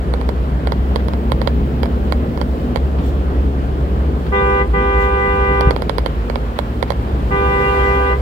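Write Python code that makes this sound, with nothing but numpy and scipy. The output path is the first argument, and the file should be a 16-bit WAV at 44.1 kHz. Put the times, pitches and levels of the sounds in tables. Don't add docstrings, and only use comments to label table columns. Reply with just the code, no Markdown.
import sys
import numpy as np
from scipy import signal
from scipy.fft import rfft, irfft, next_fast_len
from scipy.io import wavfile
from scipy.ndimage import uniform_filter1d, map_coordinates

SR = 44100
rng = np.random.default_rng(int(sys.argv[2]) if len(sys.argv) > 2 else 0)


def master_out(mix):
    frames = np.transpose(np.atleast_2d(mix))
    ceiling = np.clip(frames, -1, 1)
    pcm = np.round(ceiling * 32767).astype(np.int16)
    wavfile.write(sys.argv[1], SR, pcm)


N = 362061
TIME = np.arange(N) / SR

# frequency_hz, density_db
TYRE_SPECTRUM = [(200, -13.5), (450, 4), (620, -2), (800, -1.5), (1050, -2), (1500, -7), (2200, -14.5),
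                 (3100, -16.5), (4500, -29), (6000, -33), (12000, -52)]
# frequency_hz, density_db
AIR_SPECTRUM = [(1500, -50), (3200, -1.5), (4500, -1.5), (6000, -8.5), (7500, -5.5), (9500, -11),
                (13000, -14), (15500, -18)]


def amp(db):
    return 10 ** (np.asarray(db) / 20)


def unit(x):
    return x / np.sqrt(np.mean(x ** 2) + 1e-20)


def along(points, hz):
    f, v = np.transpose(points)
    return np.interp(np.log(hz + 1), np.log(f + 1), v)


def curves(rows):
    s, *cols = np.transpose(rows)
    return [np.interp(TIME, s, c) for c in cols]


def wobble(rate, size=N):
    coarse = TIME[:size:64]
    knots = rng.standard_normal(int(coarse[-1] * rate) + 4)
    return np.interp(TIME[:size], coarse, map_coordinates(knots, [coarse * rate]))


def filtered(x, response):
    m = next_fast_len(N + SR // 2)
    return irfft(rfft(x, m) * response(np.fft.rfftfreq(m, 1 / SR)), m)[..., :N]


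def add(track, start_s, sound):
    part = track[..., max(round(start_s * SR), 0):][..., :sound.shape[-1]]
    part += sound[..., :part.shape[-1]]


def rush(spectrum, patchy_db, left_lead_ms=0.42):
    # frequency_hz, coherence
    likeness = [(60, 0.97), (130, 0.9), (290, 0.84), (640, 0.81), (1400, 0.42), (3000, 0.083), (6000, .05)]
    cells = signal.stft(rng.standard_normal((2, N)), nperseg=512)[2]
    patches = uniform_filter1d(rng.standard_normal(cells.shape[1:]), size=5, axis=0)
    patches = unit(uniform_filter1d(patches, size=12, axis=1))
    pair = signal.istft(cells * amp(patchy_db * patches), nperseg=512)[1][:, :N]
    turn = lambda hz: np.arccos(np.clip(along(likeness, hz), -1, 1)) / 2
    mid, side = filtered(pair, lambda hz: amp(along(spectrum, hz)) * [np.cos(turn(hz)), np.sin(turn(hz))])
    lead = lambda hz: np.exp(2j * np.pi * hz * left_lead_ms / 1000 * np.minimum(hz / 900, 1))
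    return unit(np.array([filtered(mid + side, lead), mid - side]))


def echoes(x, t60_s):
    t = TIME[:SR // 2]
    tail = rng.standard_normal((2, len(t))) * amp(-60 * t / t60_s) * (1 - np.exp(-t / 0.0013))
    return signal.fftconvolve(np.atleast_2d(x), tail / np.linalg.norm(tail[0]), axes=1)[:, :N]


def drone(hz, gain, overtones_db=(), flutter_db=1.5, drift_rad=0.1):
    phase = 2 * np.pi * np.cumsum(hz) / SR
    hum = amp(flutter_db * wobble(8.3)) * np.sin(phase + drift_rad * wobble(11))
    for order, order_db in enumerate(overtones_db, start=2):
        hum += amp(order_db + 2.3 * wobble(4)) * np.sin(order * phase + .5 * wobble(8))
    return np.sqrt(2) * gain * hum


def passing(abreast_s, half_power_s):
    return 1 / np.hypot(1, (TIME - abreast_s) / half_power_s)


def road(boom_db=-23, tyre_db=-32.5, air_db=-52.5):
    # time_s, level_db
    surface = [(0, -25), (1.2, -23), (2.8, -22.5), (4.1, -23), (5.1, -28.5), (5.8, -23.5), (6.5, -28.5),
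               (7.4, -24), (8.21, -28.5)]
    # frequency_hz, density_db
    boom_spectrum = [(15, -50), (25, -46), (33, -14), (40, -15), (50, -10), (57, -3), (64, -10.5),
                     (80, -14.5), (110, -25), (300, -100)]
    # frequency_hz, density_db
    rumble_spectrum = [(50, -55), (85, -7), (140, 1.5), (190, -2.5), (260, -2.5), (330, -5.5), (420, -6),
                       (550, -12.5), (750, -17), (1500, -42), (4000, -100)]
    rough_db, = curves(surface)
    boom = amp(boom_db + 0.66 * (rough_db - rough_db.mean())) * rush(boom_spectrum, patchy_db=-1.0)
    rumble = amp(rough_db) * rush(rumble_spectrum, patchy_db=1.0)
    tyres = amp(tyre_db + 0.66 * wobble(14)) * rush(TYRE_SPECTRUM, patchy_db=1.03)
    air = rush(AIR_SPECTRUM, patchy_db=.6) * amp(air_db + 0.5 * wobble(8.7))
    return boom + rumble + tyres + air


def shaft(cab_hz=55.8, bandwidth_hz=3.2, peak_db=-22.5):
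    # time_s, rate_hz
    rotation = [(0, 47.6), (2.4, 49.65), (4.3, 54.13), (4.9, 54.9), (6.2, 54.37), (6.65, 52.55),
                (8.21, 52.4)]
    hz, = curves(rotation)
    return drone(hz, amp(peak_db) / np.hypot(1, 2 * (hz - cab_hz) / bandwidth_hz), flutter_db=2)


def engine(whine_order=3.5, turbo_db=-33, rise_s=0.12, fall_s=0.058):
    # time_s, firing_hz, level_db
    firing = [(0, 61.73, -18.5), (.7, 63.92, -19), (1.7, 67.25, -17.5), (2.65, 69, -23.5),
              (3.0, 68.23, -16.5), (4.2, 67.1, -18.5), (4.7, 66.67, -23.5), (5.6, 65.48, -21.5),
              (6.15, 66.97, -31), (7.0, 67, -23), (8.21, 65.6, -20.5)]
    # pressed_s, released_s, whine_db
    throttle = [(0.69, 2.697, -29), (6.094, 6.9, -34)]
    # frequency_hz, density_db
    turbo_spectrum = [(9000, -30), (13000, -3), (15000, 0)]
    hz, db = curves(firing)
    motor = drone(hz, amp(db), overtones_db=[-21, -15, -20]) * amp([[.25], [-.25]])
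    load = np.zeros(N)
    for on, off, whine_db in throttle:
        rise = 1 - np.exp(-np.maximum(TIME - on, 0) / rise_s)
        load += amp(whine_db) * rise * np.exp(-np.maximum(TIME - off, 0) / fall_s)
    whine = drone(whine_order * hz, load, drift_rad=0.13)
    return motor + whine + amp(turbo_db) * load * rush(turbo_spectrum, patchy_db=.6)


def car(exhaust_hz=111.7, exhaust_db=-29, tyre_db=-28.5, air_db=-47):
    exhaust_gain = amp(exhaust_db) * passing(abreast_s=6.92, half_power_s=0.23)
    exhaust = drone(np.full(N, exhaust_hz), exhaust_gain, flutter_db=3.0, drift_rad=0.2)
    tyres = amp(tyre_db) * rush(TYRE_SPECTRUM, patchy_db=1.8)
    air = amp(air_db) * rush(AIR_SPECTRUM, patchy_db=.6)
    return exhaust + passing(abreast_s=7.77, half_power_s=0.25) * (tyres + air)


def rustles():
    # centre_s, level_db, half_length_s
    puffs = [(3.07, -44.5, .05), (5.029, -46, 0.061)]
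    # frequency_hz, density_db
    puff_spectrum = [(2000, -17), (3400, 11), (5000, -2), (7500, 3), (10000, -11), (14500, -10)]
    swell = sum(amp(db) * np.exp(-((TIME - s) / half) ** 2) for s, db, half in puffs)
    return swell * rush(puff_spectrum, patchy_db=2)


def jolts(scuff_db=-9, scuff_t60_s=0.15):
    # start_s, level_db, cutoff_hz
    bumps = [(5.672, -4.5, 250), (7.136, -2, 65)]
    # frequency_hz, level_db, t60_s
    floor_modes = [(60, -7, 0.083), (74.4, -7, 0.063), (117, 5, .057), (142, -21, .11)]
    # start_s, level_db
    scuffs = [(0.993, -24), (2.078, -24), (2.984, -22), (4.263, -21), (6.094, -26), (6.558, -23),
              (6.876, -23)]
    # frequency_hz, density_db
    scuff_spectrum = [(300, -30), (800, -3), (1250, 0), (1800, -9), (4000, -18), (9000, -45)]
    thumps, rubbing, t = np.zeros(N), np.zeros(N), TIME[:SR // 3]
    for s, db, cutoff_hz in bumps:
        ring = sum(amp(mode_db - 60 * t / t60) * np.sin(2 * np.pi * hz * t)
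                   / np.hypot(1, (hz / cutoff_hz) ** 5) for hz, mode_db, t60 in floor_modes)
        add(thumps, s, amp(db) * (1 - np.exp(-t / 0.0009)) * ring)
    for s, db in scuffs:
        add(rubbing, s, amp(db + scuff_db - 60 * t / scuff_t60_s) * (1 - np.exp(-t / 0.001)))
    return thumps + rubbing * rush(scuff_spectrum, patchy_db=2)


def clacks(level_db=-1.5, rebound_db=-17, crack_db=-3, crack_t60_s=0.0026, left_delay_s=.00036):
    # start_s, level_db
    blows = [(0.138, -11), (0.213, -16), (0.29, -11), (0.672, -10), (0.721, -9), (0.959, -6),
             (1.084, -14.5), (1.135, -16), (1.319, -6), (1.416, -10), (1.474, -4.5), (1.832, -8),
             (1.857, -17), (2.123, -6.5), (2.375, -16), (2.414, -9.5), (2.759, -6.5), (2.772, -17),
             (5.609, -7.5), (5.708, -5.5), (5.763, -10), (5.821, -10.5), (5.895, -5.5), (5.983, -6),
             (6.061, -7), (6.299, -11.5), (6.357, -9.5), (6.589, -6), (6.827, -6), (6.904, -5.5),
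             (6.92, -16)]
    # frequency_hz, level_db, t60_s
    part_modes = [(527, 5, 0.022), (797, 6, 0.011), (1000, 5, 0.013), (1410, -2.5, .012),
                  (1890, -3, 0.0093), (2213, -9.5, 0.016), (3290, -7, 0.011), (4130, -8.5, 0.0096),
                  (4745, -11, 0.012), (7300, -14.5, 0.0088), (9010, -20.5, 0.012), (10360, -25, 0.0097),
                  (11700, -28, 0.013)]
    right, t = np.zeros(N), TIME[:SR // 20]
    hz, mode_db, t60 = np.transpose(part_modes)[:, :, None]
    sign = (-1) ** np.arange(len(part_modes))[:, None]
    median_db = np.median(np.array(blows)[:, 1])
    soften = signal.butter(3, 9000, fs=SR)
    for s, db in blows:
        tilt_db = 0.15 * (db - median_db) * np.minimum(hz / 3500, 1)
        decays = sign * amp(mode_db + tilt_db + rng.normal(0, 1.3, hz.shape) - 60 * t / t60)
        ring = (decays * np.sin(2 * np.pi * hz * t * rng.normal(1, 0.02, hz.shape))).sum(axis=0)
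        crack = signal.lfilter(*soften, rng.standard_normal(len(t)))
        clack = amp(db + level_db) * (ring + amp(crack_db - 60 * t / crack_t60_s) * crack)
        add(right, s, clack)
        add(right, s + rng.uniform(.004, .008), amp(rebound_db + rng.normal(0, 1.9)) * clack)
    left = amp(-17) * filtered(right, lambda f: np.exp(-2j * np.pi * f * left_delay_s))
    cab = amp([[-18], [-13]]) * echoes(right, t60_s=0.07)
    return np.array([left, right]) + cab


def diaphragm(hz, partials, cycles, gate, waver_db, treble_db):
    # frequency_hz, lead_rad
    phase_lead = [(0, -11), (520, 1.02), (1030, 2.5), (1290, 0.5), (1640, -2.5), (2070, -4), (2330, -7.5),
                  (3190, -9), (7150, -21.5), (8790, -14), (10500, -26), (12100, -36.5), (15800, -23.2),
                  (16500, -23.8)]
    out = np.zeros((2, len(gate)))
    for order, left_db, right_db in partials:
        k = round(order)
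        swell = gate ** (.5 + k * hz / 1500)
        swell *= amp(treble_db * along([(2000, 0.038), (2800, 0.87)], k * hz))
        lead = along(phase_lead, k * hz) / 2
        depth_db = waver_db * np.clip((k * hz / 2100) ** 2, .4, 2.2)
        for side, db, shift in (0, left_db, lead), (1, right_db, -lead):
            waver = .4 * wobble(5, len(gate)) + wobble(26, len(gate))
            out[side] += swell * amp(db + depth_db * waver) * np.sin(2 * np.pi * k * cycles + shift)
    return np.sqrt(2) * out


def horn(low_hz=397.65, attack_s=0.0082, release_s=0.03, rasp_db=-43, street_db=-21):
    # pressed_s, released_s, level_db, beat_hz, waver_db, treble_db
    blasts = [(4.317, 4.617, 1.5, 2.76, 1.6, 0.5), (4.732, 5.693, 0, 3.847, 1.35, 0.5),
              (7.305, 8.132, 0, 3.44, 2.36, 1.5)]
    # harmonic, left_db, right_db
    low_partials = [(1, -25, -22), (2, -26.5, -23), (3, -29, -22.5), (4, -30, -33.5), (5, -26, -44),
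                    (6, -35, -42.5), (7, -40.5, -41), (8, -47, -52), (9, -50.5, -51), (10, -63, -71)]
    # harmonic, left_db, right_db
    high_partials = [(1, -29.5, -23), (2, -21, -25), (3, -38.5, -28.5), (4, -30.5, -38), (5, -51, -66),
                     (6, -65, -66), (7, -68, -68)]
    # frequency_hz, level_db
    top = [(4400, -71), (5600, -67), (6500, -73), (7500, -69), (8400, -74), (9200, -76)]
    # frequency_hz, density_db
    rasp_spectrum = [(500, -40), (1000, -5), (2000, 5), (3200, 7.5), (4200, -28), (8000, -39)]
    buzz = [(k, along(top, k * low_hz), along(top, k * low_hz) - 3) for k in range(12, 24)]
    tone, sounding, t = np.zeros((2, N)), np.zeros(N), TIME[:SR * 3 // 2]
    for on, off, db, beat_hz, waver_db, treble_db in blasts:
        gate = (1 - np.exp(-t / attack_s)) * np.exp(-np.maximum(t - (off - on), 0) / release_s)
        jitter = .0005 * wobble(25, len(t)) + .0008 * wobble(160, len(t))
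        run_down = np.maximum.accumulate(gate) - gate
        clock = np.cumsum(1 + .016 * run_down + jitter) / SR
        high_hz = (5 * low_hz + beat_hz) / 4
        for hz, partials in (low_hz, low_partials + buzz), (high_hz, high_partials):
            add(tone, on, amp(db) * diaphragm(hz, partials, hz * clock, gate, waver_db, treble_db))
        add(sounding, on, gate)
    rasp = amp(rasp_db) * sounding * rush(rasp_spectrum, patchy_db=1)
    return tone + rasp + amp(street_db) * echoes(tone, t60_s=0.19)


def scene():
    return engine() + shaft() + road() + car() + horn() + clacks() + jolts() + rustles()


def record(dry, low_cut_hz=38, top_hz=15900):
    # frequency_hz, gain_db
    right_response = [(4500, 0), (5600, -3.5), (6500, -12), (8300, -17), (9400, 0), (12500, 0.5),
                      (14500, 10)]
    low_cut = lambda hz: hz ** 4 / np.hypot(hz ** 4, low_cut_hz ** 4)
    colour = lambda hz: np.array([np.ones_like(hz), amp(along(right_response, hz))])
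    coloured = filtered(dry, lambda hz: low_cut(hz) * colour(hz))
    rounded = coloured / (1 + np.abs(coloured) ** 8) ** (1 / 8)
    return filtered(rounded, lambda hz: hz < top_hz)


dry = scene()
out = record(dry)
master_out(out)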